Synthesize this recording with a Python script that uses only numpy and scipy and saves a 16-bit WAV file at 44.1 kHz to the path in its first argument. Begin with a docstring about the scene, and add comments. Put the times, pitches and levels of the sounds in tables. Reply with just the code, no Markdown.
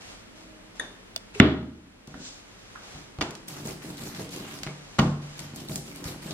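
"""Printmaking at a wooden table in a small room, heard close up in stereo over quiet room tone and soft rustles.
A faint hum swells and dies, a spoon rings in short metal modes, a cap snaps, and an ink tube is stood down hard:
its crack, push and table modes are followed by rocking on the rim. A rubber roller slides off its paper in fine
grains, lands on the inking board and rolls in two bouts, with a lift, a squeak and a hard landing between them:
tacky ink hisses and snaps as filtered grains, the rubber judders, the board rumbles and the steel frame clicks."""
import sys
import numpy as np
from scipy import signal
from scipy.fft import rfft, irfft, next_fast_len
from scipy.io import wavfile
from scipy.ndimage import uniform_filter1d, map_coordinates

SR = 44100
rng = np.random.default_rng(int(sys.argv[2]) if len(sys.argv) > 2 else 0)


def inscribe(sig):
    """Save sig as 16-bit PCM at rate SR to the path in sys.argv[1].

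    A 1-D sig is mono; a 2-D sig holds one channel per row.
    Samples are clipped to [-1, 1] before scaling.
    """
    pcm = np.round(np.clip(np.atleast_2d(sig).T, -1, 1) * 32767)
    wavfile.write(sys.argv[1], SR, pcm.astype(np.int16))


N = 279153
RING = np.arange(SR) / SR  # the time after a blow (s)


# pushes and pulls of the roller: start t/s, length t/s, board rumble level/dB, rubber scrub level/dB,
# ink hiss level/dB, judder level/dB, judder resonance f/Hz
STROKES = [(3.472, 0.06, -41.5, -49.5, -50, -54, 300), (3.55, 0.075, -46, -49, -55.5, -49, 290),
           (3.641, 0.065, -40, -51.5, -47.5, -44, 400), (3.821, 0.091, -41.5, -49.5, -52, -45.5, 302),
           (3.969, 0.14, -40.5, -47, -49.5, -51, 350), (4.144, 0.081, -38, -47, -49, -51.5, 456),
           (4.303, 0.11, -39, -45, -49.5, -45, 355), (4.46, 0.13, -48.5, -49, -54, -53.5, 330),
           (5.365, 0.084, -43.5, -49, -54.5, -59, 330), (5.541, 0.089, -40, -54, -52.5, -54.5, 330),
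           (5.674, 0.093, -36, -57, -46, -45, 296), (5.843, 0.23, -44, -51, -54, -51, 330),
           (6.043, 0.075, -39, -49, -50, -51, 477), (6.213, 0.093, -38, -46, -51, -53, 520)]
# each layer of a stroke: attack (s), sag (dB per s), release (s to fall 60 dB)
RUMBLE_ATTACK_S, RUMBLE_SAG_DB_PER_S, RUMBLE_RELEASE_S = 0.033, 6.5, 0.47
SCRUB_ATTACK_S, SCRUB_SAG_DB_PER_S, SCRUB_RELEASE_S = 0.017, 4, 0.91
# colour of the rumbling board: f/Hz, level/dB
RUMBLE_COLOUR = [(29, -26), (50, -52), (76, -35), (135, 5), (183, 2.5), (250, -6.5), (284, 0.5),
                 (405, -5.5), (460, -20), (546, -12), (813, -16.5), (1010, -51), (1500, -33), (1950, -81),
                 (3300, -120)]
# colour of the scrubbing rubber: f/Hz, level/dB
SCRUB_COLOUR = [(400, 2.5), (900, 10.5), (2000, 6.5), (4500, 0.5), (8000, -7), (14000, -50)]
# colour of the tearing ink: f/Hz, level/dB
INK_COLOUR = [(2000, -7), (5000, 5), (8000, 2.5), (12000, -0.5), (14500, -7), (16000, -64)]
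# ringing modes of the inking board: f/Hz, level/dB, decay t60/s
BOARD_MODES = [(63.5, -4, 0.62), (97.4, -2, 0.45), (146.54, 5.5, 0.74), (182.3, 6.5, 0.37), (226, 2, 0.46),
               (283.9, 1.5, 0.59), (332, -10.5, 0.49), (375, -2.5, 0.16), (503, -4, 0.36), (630, -3, 0.34),
               (793, -10.5, 0.28), (1070, -16, 0.54), (1393, -13, 0.25)]
# depth of the tearing's quick flutter, its slower swells and its shifts of colour (dB)
FLUTTER_DB, SWELL_DB, PATCH_DB = 1.5, 1.3, 2.5


def rolling():
    """Ink threads tear behind the roller, the rubber scrubs, and its uneven face drums on the board."""
    rumble_gain = gestures(STROKES, RUMBLE_ATTACK_S, RUMBLE_SAG_DB_PER_S, RUMBLE_RELEASE_S)
    rumble = amp(-2.5) * rumble_gain * stream(grains(900, spread_db=4.0), RUMBLE_COLOUR)
    judder = chatter()

    board_ring = ringing(BOARD_MODES, attack=0.011)
    board_response = board_ring[None] / np.linalg.norm(board_ring)
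    dents = grains(300, spread_db=1)[0]
    board = amp(-3.0) * through(rumble_gain * dents, board_response)

    scrub_gain = gestures(STROKES, SCRUB_ATTACK_S, SCRUB_SAG_DB_PER_S, SCRUB_RELEASE_S, axis=1)
    scrub = amp(-3.5) * scrub_gain * stream(grains(6000, spread_db=0.0), SCRUB_COLOUR)
    ink = amp(-2.5) * ink_hiss() * stream(grains(14000, spread_db=2.5), INK_COLOUR)
    # the film lets go in uneven patches
    patches = patchy(scrub + ink, PATCH_DB)
    tearing = patches * amp(FLUTTER_DB * wobble(150) + SWELL_DB * wobble(30))

    room = amp(-10.0) * through(tearing + judder, room_tail())
    return rumble + judder + board + tearing + room


INK_ATTACK_S, INK_SAG_DB_PER_S, INK_RELEASE_S = 0.0096, 23, 0.2


def ink_hiss():
    """Gain of the hiss: the ink tears hardest as a stroke sets off."""
    return gestures(STROKES, INK_ATTACK_S, INK_SAG_DB_PER_S, INK_RELEASE_S, axis=2)


def patchy(x, depth_db):
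    """Random gain in patches about 1.5 kHz wide and 40 ms long."""
    z = signal.stft(x, nperseg=256)[2]
    field = rng.standard_normal(z.shape[1:])
    field = uniform_filter1d(field, size=9, axis=0)
    field = uniform_filter1d(field, size=14, axis=1)
    gain = unit(amp(depth_db * unit(field)))
    return signal.istft(z * gain, nperseg=256)[1][:, :N]


# colour of the judder: multiple of the stroke's resonance, level/dB
JUDDER_COLOUR = [(.35, -14.5), (.8, -3.5), (1, 2), (1.25, -5.5), (1.7, -13.5), (2.3, -12.5), (3.8, -40.5)]
LUMP_DB = 3  # depth of the lumps in the judder


def chatter():
    """The sticky rubber judders through a resonance that shifts from stroke to stroke with the grip."""
    out = np.zeros((2, N))
    slips = grains(320, spread_db=2.5) * amp(LUMP_DB * wobble(25))
    for stroke in STROKES:
        start, hz = stroke[0], stroke[-1]
        first = round(start * SR)
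        part = slice(first, first + SR // 2)
        colour = [(hz * ratio, db) for ratio, db in JUDDER_COLOUR]
        push = gestures([stroke], RUMBLE_ATTACK_S, RUMBLE_SAG_DB_PER_S, RUMBLE_RELEASE_S, axis=3)
        add(out, start, push[part] * stream(slips[:, part], colour))
    return out


# colour of a snapping ink thread: multiple of its pitch, level/dB
THREAD_COLOUR = [(.3, -24.5), (.75, -14.5), (1, 5.5), (1.4, -9), (2.4, -16)]
# pitches the threads snap at: f/Hz
THREAD_PITCHES = [1100, 2200, 3940, 6500]
THREAD_RATE, THREAD_DB = 30, -11.5  # snaps a second at each pitch, level against the hiss gain (dB)


def crackle():
    """Thicker ink threads snap in clusters at several pitches, more loudly where the ink hisses most."""
    snaps = np.zeros((2, N))
    for hz in THREAD_PITCHES:
        colour = [(hz * ratio, db) for ratio, db in THREAD_COLOUR]
        snaps += stream(grains(THREAD_RATE, spread_db=2), colour)
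    clusters = amp(3 * wobble(35))
    return amp(THREAD_DB) * ink_hiss() * clusters * snaps


# the roller knocks on the board, a landing being a quick run of contacts:
# t/s, thud level/dB, clack level/dB, pitch of the shove f/Hz (low when the rubber lands flat)
KNOCKS = [(2.078, -40, -57, 205), (2.143, -38.5, -46, 200), (2.950, -44.5, -64, 121),
          (3.187, -35.5, -46, 106), (3.2113, -37.5, -29, 403), (3.215, -53, -30, 300),
          (3.224, -37, -34.5, 110), (3.655, -38, -63, 250), (4, -47, -72, 200), (4.625, -45, -59, 140),
          (4.666, -40, -40, 200), (4.672, -41, -40, 167), (4.986, -32, -35, 172), (4.9895, -31, -24.5, 250),
          (4.9945, -15.5, -27, 190), (5.0173, -29.5, -38, 200), (5.056, -32, -52, 190),
          (5.537, -43, -64, 230), (5.697, -39, -50, 198), (6.056, -38, -56, 100)]
# colour of the thud: f/Hz, level/dB
THUD_COLOUR = [(40, -25.5), (100, -0.5), (150, 7), (220, -2), (350, -1.5), (520, -17.5), (630, -8.5),
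               (690, -6), (770, -3.5), (880, -12), (1080, -12.5), (1250, -21), (1420, -13.5), (1620, -36),
               (6000, -47.5)]
# colour of the clack: f/Hz, level/dB
CLACK_COLOUR = [(100, 0.5), (330, 9.5), (480, 6.5), (1100, 4), (2000, -3), (3500, -7), (7000, -16.5),
                (10000, -26.5), (16000, -39.5)]
SHOVE_CYCLES = 2.8  # a shove falls 60 dB within this many swings


def roller_knocks():
    """The rubber shoves the board, which thuds and rings; the frame gives a short clack."""
    out = np.zeros((2, N))
    for s, thud_db, clack_db, hz in KNOCKS:
        shove = ringing([(hz, 0, SHOVE_CYCLES / hz)], attack=0.00055)
        add(out, s, amp(thud_db + 16.5) * shove)
        add(out, s, amp(thud_db - 8.5) * ringing(BOARD_MODES, attack=0.0094))
        thud = contact(0.044, scatter_db=-0.5, room_db=3.5)
        add(out, s, amp(thud_db + 1.5) * burst(thud, THUD_COLOUR))
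        frame = contact(.014, scatter_db=5, room_db=2)
        add(out, s, amp(clack_db + 5.0) * burst(frame, CLACK_COLOUR))
    return out


# the rubber bumps as it is picked up or crosses a ridge of ink: t/s, level/dB, resonance f/Hz
BUMPS = [(2.142, -29.5, 279), (2.176, -44, 330), (2.197, -37.5, 252), (3.212, -33.5, 338),
         (3.558, -36, 287), (3.655, -34, 407), (3.70, -35, 330), (3.897, -36, 299), (4.195, -29, 442),
         (4.434, -46, 370), (4.671, -38.5, 390)]
# colour of a bump: multiple of its resonance, level/dB
BUMP_COLOUR = [(.3, -22), (.75, -10.5), (1, 10.5), (1.3, -5.5), (1.7, -7.5), (2.4, -13), (4, -56)]


def rubber_bumps():
    """A short dull bump of the rubber, at the resonance that the grip gives it."""
    out = np.zeros((2, N))
    for s, db, hz in BUMPS:
        colour = [(hz * ratio, level) for ratio, level in BUMP_COLOUR]
        bump = contact(0.078, scatter_db=2, room_db=-0.5)
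        add(out, s, amp(db) * burst(bump, colour))
    return out


# the frame is jolted as the roller lands or lifts: t/s, level/dB, brightness tilt (dB per octave)
JOLTS = [(3.2093, -27, -1), (3.2145, -15.5, 0), (3.2232, -24, 4), (4.9897, -14.5, -6), (4.9957, -13.5, 1.5),
         (6.308, -33, 8)]
# ringing modes of the steel frame: f/Hz, level/dB, decay t60/s
FRAME_MODES = [(1444, 0.5, 0.031), (1880, -5, 0.059), (2280, 1.5, 0.019), (2820, -3.5, 0.024),
               (3010, -3, 0.028), (3560, -3, 0.039), (4160, -11, 0.016), (4700, 4.5, 0.0096),
               (6460, -3, 0.013)]
FRAME_MIDDLE_HZ = 3000  # the tilt pivots here


def frame_jolts():
    """The steel frame chatters for an instant against the axle and rings, each jolt with its own brightness."""
    out = np.zeros((2, N))
    for s, db, tilt_db in JOLTS:
        modes = [(hz, level + tilt_db * np.log2(hz / FRAME_MIDDLE_HZ), t60)
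                 for hz, level, t60 in FRAME_MODES]
        touch = contact(0.036, scatter_db=-3, room_db=-14.5)
        add(out, s, amp(db - 13.5) * through(ringing(modes, attack=.0001), touch))
    return out


# play in the roller's axle and frame: t/s, level/dB, centre f/Hz
CLICKS = [(2.074, -28, 5400), (3.308, -26.5, 5830), (3.3524, -25.5, 5030), (3.483, -23.5, 8500),
          (3.487, -24.5, 9900), (3.709, -25.5, 5050), (3.8208, -29.5, 2200), (3.971, -32, 6500),
          (4.037, -28, 5960), (4.148, -27, 3500), (4.292, -31, 5600), (4.332, -31.5, 6000),
          (4.362, -23.5, 6400), (4.541, -31, 6000), (4.589, -29.5, 4800), (4.6333, -16, 4700),
          (4.6346, -23, 2400), (5.393, -22, 6100), (5.403, -28.5, 8000), (5.561, -25.5, 8400),
          (5.604, -28.5, 5540), (5.719, -26, 4030), (5.7581, -14, 7400), (5.778, -30, 7860),
          (5.96, -28.5, 8800), (6.042, -22.5, 6200), (6.055, -29, 5000), (6.3089, -21, 3800)]


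def roller_clicks():
    """The axle shifts in its frame: a contact coloured by one broad peak."""
    out = np.zeros((2, N))
    for s, db, hz in CLICKS:
        colour = [(hz / 8, -10), (hz / 2, -4), (hz, 0), (hz * 1.64, -8), (hz * 3, -22)]
        click = contact(0.021, scatter_db=1, room_db=-2.5)
        add(out, s, amp(db - 15.5) * burst(click, colour))
    return out


# the axle squeaks as the roller lifts: start t/s, length t/s, level/dB
SQUEAK = [(4.678, 0.022, -47.5)]
SQUEAK_HZ, SQUEAK_WAVER = 2170, 0.031  # its pitch and the share by which that wavers
SQUEAK_ATTACK_S, SQUEAK_SAG_DB_PER_S, SQUEAK_RELEASE_S = .004, 30, 0.13


def squeak():
    """The dry axle gives one short rough squeak: a sine of quickly wavering pitch."""
    swell = gestures(SQUEAK, SQUEAK_ATTACK_S, SQUEAK_SAG_DB_PER_S, SQUEAK_RELEASE_S)
    pitch_hz = SQUEAK_HZ * (1 + SQUEAK_WAVER * wobble(500))
    turns = np.cumsum(pitch_hz) / SR
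    return through(swell * np.sin(2 * np.pi * turns), contact(0.022, scatter_db=-12, room_db=-15))


# the roller slides off its sheet of paper: start t/s, length t/s, level/dB
SLIDE = [(2.165, 0.11, -44)]
# colour of the paper: f/Hz, level/dB
PAPER_COLOUR = [(700, 1), (2200, 1), (3200, 7), (6000, 8.5), (8000, 4.5), (12000, -47), (15000, -33)]
SLIDE_ATTACK_S, SLIDE_SAG_DB_PER_S, SLIDE_RELEASE_S = 0.1, 4, 0.43


def paper():
    """Fibres catch and let go as the roller is dragged off the sheet."""
    drag = gestures(SLIDE, SLIDE_ATTACK_S, SLIDE_SAG_DB_PER_S, SLIDE_RELEASE_S)
    return drag * stream(grains(17000, spread_db=-2.0), PAPER_COLOUR, SURROUND_WIDTH)


# the tube meets the table: t/s, level/dB
SET_DOWN = [(1.3996, -0.5)]
# ringing modes of the tube: f/Hz, level/dB, decay t60/s
TUBE_MODES = [(1300, -10.5, 0.027), (1410, -6.5, 0.03), (1744, -5, 0.016), (2025, -4.5, 0.021),
              (2270, -6, 0.014), (2800, -9, 0.013), (3200, -16.5, .02), (3500, -17, 0.052),
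              (4230, -33, .012), (7300, -22.5, 0.0055)]
# ringing modes of the table top: f/Hz, level/dB, decay t60/s
TABLE_MODES = [(76.2, -8, 0.8), (130.4, -1, 0.63), (185, -16.5, 0.98), (228, -3, 0.48), (279, -0.5, 0.48),
               (330, -6, 0.44), (398, -1.5, 0.39), (500, -10.5, 0.44), (624, -14.5, 0.7), (735, -21, 0.3),
               (937, -20, .4), (1275, -23, 0.55), (1418, -24, 0.53), (1540, -24, .3), (1778, -14, 0.32),
               (2353, -17, .37), (2590, -25, 0.26), (3430, -23.5, .4)]
# colour of the blow in the room: f/Hz, level/dB
TABLE_BLOW_COLOUR = [(24, -84), (45, -27), (90, -10), (124, -8), (162, -6), (284, -1), (551, -20),
                     (623, -11.5), (815, -21), (1300, -18), (2070, -26), (3380, -25.5), (7220, -60.5),
                     (9230, -98), (11000, -83), (14000, -110)]


def tube(push_hz=215, push_delay=0.0031, touch_hz=415, touch_lead=0.043):
    """The tube's rim touches, then its hard cap cracks on the table; its weight sets the table top ringing."""
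    out = np.zeros((2, N))
    for s, db in SET_DOWN:
        touch = ringing([(touch_hz, 0, .25)], attack=0.00094)
        add(out, s - touch_lead, amp(db - 35.5) * touch)
        crack = ringing(TUBE_MODES, attack=.0001)
        add(out, s, amp(db - 1.5) * through(crack, contact(0.005, scatter_db=-5.0, room_db=-8.5)))
        push = ringing([(push_hz, 0, .016)], attack=0.00047)
        add(out, s + push_delay, -amp(db + 9.5) * push)
        add(out, s + push_delay, amp(db - 12.0) * ringing(TABLE_MODES, attack=0.01))
        add(out, s, amp(db + 5) * burst(room_tail(), TABLE_BLOW_COLOUR))
    return out


# the tube rocks on its rim before it settles: t/s, thump level/dB, rattle level/dB, rattle centre f/Hz
ROCKING = [(1.4347, -14, -30, 1890), (1.4725, -30, -26, 1350), (1.507, -19, -31, 2700),
           (1.556, -26, -36, 1500), (1.629, -41, -27, 1400)]


def tube_rocking(thump_hz=290):
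    """The tube drops back on its rim a few times: a low thump and a small rattle each."""
    out = np.zeros((2, N))
    for s, thump_db, rattle_db, hz in ROCKING:
        add(out, s, amp(thump_db) * ringing([(thump_hz, 0, .06)], attack=.002))
        colour = [(hz / 3, -20), (hz / 0.93, -5), (hz, 0), (hz * 1.2, -7), (3600, -11), (5200, -36)]
        rattle = contact(.035, scatter_db=-2, room_db=0.0)
        add(out, s, amp(rattle_db - 17) * burst(rattle, colour))
    return out


# the cap snaps: t/s, level/dB
SNAPS = [(1.1619, -15.5), (1.1772, -33)]
# colour of the snap: f/Hz, level/dB
CAP_COLOUR = [(150, -14), (450, -7), (1100, 4.5), (2400, 1.5), (3400, 9), (4000, 1), (4700, 10), (5800, 5),
              (7200, 0), (12500, -11), (16000, -4)]
# ringing modes of the cap: f/Hz, level/dB, decay t60/s
CAP_MODES = [(460, -12.5, .03), (657, -6.5, .022), (2890, -11.5, 0.024), (3498, -0.5, 0.024),
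             (4550, -8, .008), (5400, -6, .007), (8460, -12, .01)]


def cap():
    """The cap snaps: a sharp coloured contact sets off its short modes."""
    out = np.zeros((2, N))
    for s, db in SNAPS:
        snap = contact(0.009, scatter_db=2.5, room_db=-14.5)
        add(out, s, amp(db - 12.0) * burst(snap, CAP_COLOUR))
        ring = ringing(CAP_MODES, attack=.0003)
        add(out, s, amp(db - 10.5) * through(ring, contact(0.023, scatter_db=-0.5, room_db=-25)))
    return out


# the spoon clinks: t/s, level/dB
CLINKS = [(0.7965, -15)]
# ringing modes of the spoon: f/Hz, level/dB, decay t60/s
SPOON_MODES = [(1520, -7, 0.015), (1626, 0, 0.015), (1770, 2, 0.013), (1867, -0.5, 0.012),
               (3500, -3.5, 0.014), (3627, -2.5, 0.016), (6490, -16, 0.021), (9020, -9.5, 0.0068),
               (10800, -21, 0.0088)]


def spoon():
    """The spoon clinks: quickly damped metal modes over a faint clack."""
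    out = np.zeros((2, N))
    for s, db in CLINKS:
        near = contact(.03, scatter_db=-5, room_db=-8.5)
        add(out, s, amp(db - 2.0) * through(ringing(SPOON_MODES, attack=0.00035), near))
        clack = contact(0.0092, scatter_db=-3, room_db=8.5)
        add(out, s, amp(db - 21.0) * burst(clack, CLACK_COLOUR))
    return out


# short hard taps on the board and table: t/s, level/dB, pitch f/Hz
TAPS = [(1.349, -35, 2280), (2.141, -31, 1500), (2.753, -33, 1170), (2.758, -31, 1400), (2.773, -36, 1260),
        (4.672, -35, 2160), (4.9891, -11, 1040)]


def taps():
    """Short hard taps on the board and table: each is a pair of very short modes."""
    out = np.zeros((2, N))
    for s, db, hz in TAPS:
        knock = ringing([(hz, 0, .009), (hz * 1.22, -3, .007)], attack=.0002)
        add(out, s, amp(db - 2.5) * through(knock, contact(0.04, scatter_db=2.5, room_db=1.5)))
    return out


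# hands, sleeve and paper sliding: start t/s, length t/s, level/dB
MOVES = [(0.0, 0.12, -51), (.35, 0.072, -57.5), (.745, 0.06, -55.5), (1.335, 0.06, -48.5),
         (2.07, 0.32, -56.5), (2.46, 0.54, -59), (2.82, 0.13, -54), (4.68, 0.37, -57.5),
         (5.21, 0.16, -53.5)]
# colour of the rustle: f/Hz, level/dB
RUSTLE_COLOUR = [(120, -3.5), (200, -22), (235, -15), (303, -12), (521, -7.5), (1130, -10.5), (6530, -17),
                 (13000, -34.5), (15000, -75)]
MOVE_ATTACK_S, MOVE_SAG_DB_PER_S, MOVE_RELEASE_S = 0.012, -11, 0.66  # negative sag: each move grows


def rustle():
    """Soft friction of hands, sleeve and paper as dense coloured grains."""
    moves = gestures(MOVES, MOVE_ATTACK_S, MOVE_SAG_DB_PER_S, MOVE_RELEASE_S)
    return moves * stream(grains(12000, spread_db=1.5), RUSTLE_COLOUR, SURROUND_WIDTH)


# a faint hum swells and dies away: start t/s, length t/s, level/dB
HUM = [(.24, .41, -54)]
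# lines of the hum: f/Hz, level/dB
HUM_LINES = [(312, 10), (624, 4)]
HUM_ATTACK_S, HUM_SAG_DB_PER_S, HUM_RELEASE_S = 0.27, 5.5, 0.54


def hum():
    """A faint hum of sine lines that waver in pitch together."""
    swell = gestures(HUM, HUM_ATTACK_S, HUM_SAG_DB_PER_S, HUM_RELEASE_S)
    clock = np.cumsum(1 + 0.014 * wobble(13.6)) / SR
    lines = sum(amp(db) * np.sin(2 * np.pi * hz * clock) for hz, db in HUM_LINES)
    return swell * unit(lines)


# colour of the room tone: f/Hz, level/dB
ROOM_TONE_COLOUR = [(12, -37), (20, 2.5), (49, 6), (68, -20), (107, 0.5), (150, -16.5), (172, 0),
                    (310, -6.5), (357, -7.5), (624, -10.5), (678, -12.5), (2080, -16), (8890, -31),
                    (13500, -40.5), (16000, -73)]


def room_tone():
    """Steady coloured noise from all around."""
    return amp(-51.5) * stream(rng.standard_normal((2, N)), ROOM_TONE_COLOUR, SURROUND_WIDTH)


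# reverb time of the room: f/Hz, decay t60/s
ROOM_T60 = [(80, 0.52), (250, 0.72), (700, 0.46), (1000, 0.5), (1350, 0.52), (2050, 0.43), (3450, 0.41),
            (4200, 0.44), (8000, 0.57), (14000, 0.18)]
UNEVEN_DECAY = .1  # random spread of the decay time from band to band (natural log)


def room_tail(build_up=0.00027):
    """A fresh diffuse echo; the top treble dies first, and some narrow bands outlast their neighbours."""
    hz, t, z = signal.stft(rng.standard_normal((2, SR)), SR, nperseg=512)
    uneven = np.exp(UNEVEN_DECAY * rng.standard_normal(len(hz)) * (hz > 600))
    t60 = along(ROOM_T60, hz) * uneven
    tail = signal.istft(z * amp(-60 * t / t60[:, None]), SR, nperseg=512)[1][:, :SR]
    tail = tail * (1 - np.exp(-RING / build_up))
    return spread(tail / np.linalg.norm(tail[0]))


# stereo width of sounds from the table: f/Hz, side minus mid level/dB
TABLE_WIDTH = [(50, -35), (125, -34), (280, -12.5), (600, -10), (1400, -2), (3000, 3.5), (8000, 3),
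               (15000, 8.5)]
# stereo width of sounds from all around: f/Hz, side minus mid level/dB
SURROUND_WIDTH = [(50, -19), (125, -15), (280, 0), (1000, -1.5), (3000, 4), (8000, 5.5)]


def spread(pair, width=TABLE_WIDTH):
    """Two unrelated signals as the mid and the side of a stereo pair: narrow bass, wide treble."""
    side = coloured(pair[1], width)
    return np.array([pair[0] + side, pair[0] - side])


def stream(pair, colour, width=TABLE_WIDTH):
    """A lasting stereo sound, its pair scaled to rms 1 before it is spread."""
    return spread(unit(coloured(pair, colour)), width)


def contact(scatter_t60, scatter_db, room_db, wide_db=-1):
    """A sharp impulse, its treble out of phase left to right, with table-top scatter and the room's answer."""
    impulse = 1. * (np.arange(SR) == 1)
    side = amp(wide_db) * (np.roll(impulse, -1) - np.roll(impulse, 1))
    direct = np.array([impulse + side, impulse - side])
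    scatter = rng.standard_normal((2, SR)) * amp(-60 * RING / scatter_t60)
    scatter = spread(scatter / np.linalg.norm(scatter, axis=1, keepdims=True))
    return direct + amp(scatter_db) * scatter + amp(room_db) * room_tail()


def burst(excitation, colour):
    """An excitation given a colour, scaled so that a bare impulse has rms 1 over a millisecond."""
    size = np.linalg.norm(coloured(1. * (RING[:SR // 10] == 0), colour))
    return coloured(excitation, colour) / size * np.sqrt(SR / 1000)


def ringing(modes, attack):
    """Damped modes of alternating sign, struck at slightly new strengths each time."""
    ring = np.zeros(SR)
    for k, (hz, db, t60) in enumerate(modes):
        level_db = db + rng.standard_normal() - 60 * RING / t60
        ring += (-1) ** k * amp(level_db) * np.sin(2 * np.pi * hz * RING)
    return ring * (1 - np.exp(-RING / attack))


def grains(rate, spread_db):
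    """Two trains of tiny random impulses of uneven size, rate a second, at rms 1."""
    present = rng.random((2, N)) < rate / SR
    return unit(present * rng.standard_normal((2, N)) * amp(spread_db * rng.standard_normal((2, N))))


def gestures(rows, attack, sag_db, release, axis=0):
    """A gain for (start, length, dB, ..) rows: each rises, sags and dies away; axis picks the dB column."""
    t = np.arange(N) / SR
    power = np.zeros(N)
    for start, length, *db in rows:
        age = np.maximum(t - start, 0)
        fall_db = sag_db * np.minimum(age, length) + 60 * np.maximum(age - length, 0) / release
        power += (np.minimum(age / attack, 1) * amp(db[axis] - fall_db)) ** 2
    return np.sqrt(power)


def wobble(rate):
    """A smooth random curve, rate knots a second."""
    knots = rng.standard_normal(int(N * rate / SR) + 4)
    return map_coordinates(knots, [np.arange(N) * rate / SR])


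def coloured(x, points):
    """Causal minimum-phase filter with the given (Hz, dB) shape, built by folding its cepstrum."""
    n = x.shape[-1]
    m = 2 * next_fast_len(n // 2 + SR // 8)
    gain = amp(along(points, np.fft.rfftfreq(m, 1 / SR)))
    cepstrum = irfft(np.log(gain + 1e-6))
    cepstrum[1:m // 2] *= 2
    cepstrum[m // 2 + 1:] = 0
    return irfft(rfft(x, m) * np.exp(rfft(cepstrum)), m)[..., :n]


def through(sound, response):
    """A sound passed through a response by convolution."""
    return signal.fftconvolve(np.atleast_2d(sound), response, axes=1)[:, :sound.shape[-1]]


def add(track, s, sound):
    """Mix a sound into the track at a time (s)."""
    part = track[:, round(s * SR):][:, :sound.shape[-1]]
    part += sound[..., :part.shape[1]]


def along(points, hz):
    """(Hz, value) points read on a log frequency axis."""
    f, v = np.transpose(points)
    return np.interp(np.log(hz + 1), np.log(f), v)


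def amp(db):
    """Decibels to gain."""
    return 10 ** (np.asarray(db) / 20)


def unit(x):
    """Scaled to rms 1."""
    return x / np.sqrt(np.mean(x ** 2) + 1e-20)


def scene():
    """Everything on the table, over the room's background."""
    hard_things = spoon() + cap() + taps() + tube() + tube_rocking()
    roller = paper() + roller_knocks() + rubber_bumps() + frame_jolts() + roller_clicks() + squeak()
    strokes = rolling() + crackle()
    return hard_things + roller + strokes + rustle() + hum() + room_tone()


def gain_control(x, threshold_db=-13, slope=0.47, recovery_db=5, attack=0.0025):
    """Loud knocks turn the gain down; it creeps back by recovery_db a second."""
    step = 1 / (attack * SR)

    def lag(v):
        """One-pole smoothing over the attack time (s)."""
        return signal.lfilter([step], [1, step - 1], v)

    level_db = 10 * np.log10(lag(np.mean(x ** 2, axis=0)) + 1e-12)
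    over = slope * np.maximum(level_db - threshold_db, 0)
    creep = recovery_db * np.arange(N) / SR
    reduction_db = np.maximum.accumulate(over + creep) - creep
    return x * amp(-lag(reduction_db))


TOP_HZ = 15800  # band limit


def record(dry, low_cut_hz=42):
    """The camera thins the deepest bass, rides its gain, clips softly and keeps nothing above its band limit."""
    low_cut = signal.butter(2, low_cut_hz, "highpass", fs=SR, output="sos")
    x = gain_control(signal.sosfilt(low_cut, dry))
    clipped = x / (1 + x ** 8) ** (1 / 8)
    m = next_fast_len(N + SR // 4)
    in_band = np.fft.rfftfreq(m, 1 / SR) < TOP_HZ
    return irfft(rfft(clipped, m) * in_band, m)[:, :N]


dry = scene()
out = record(dry)
inscribe(out)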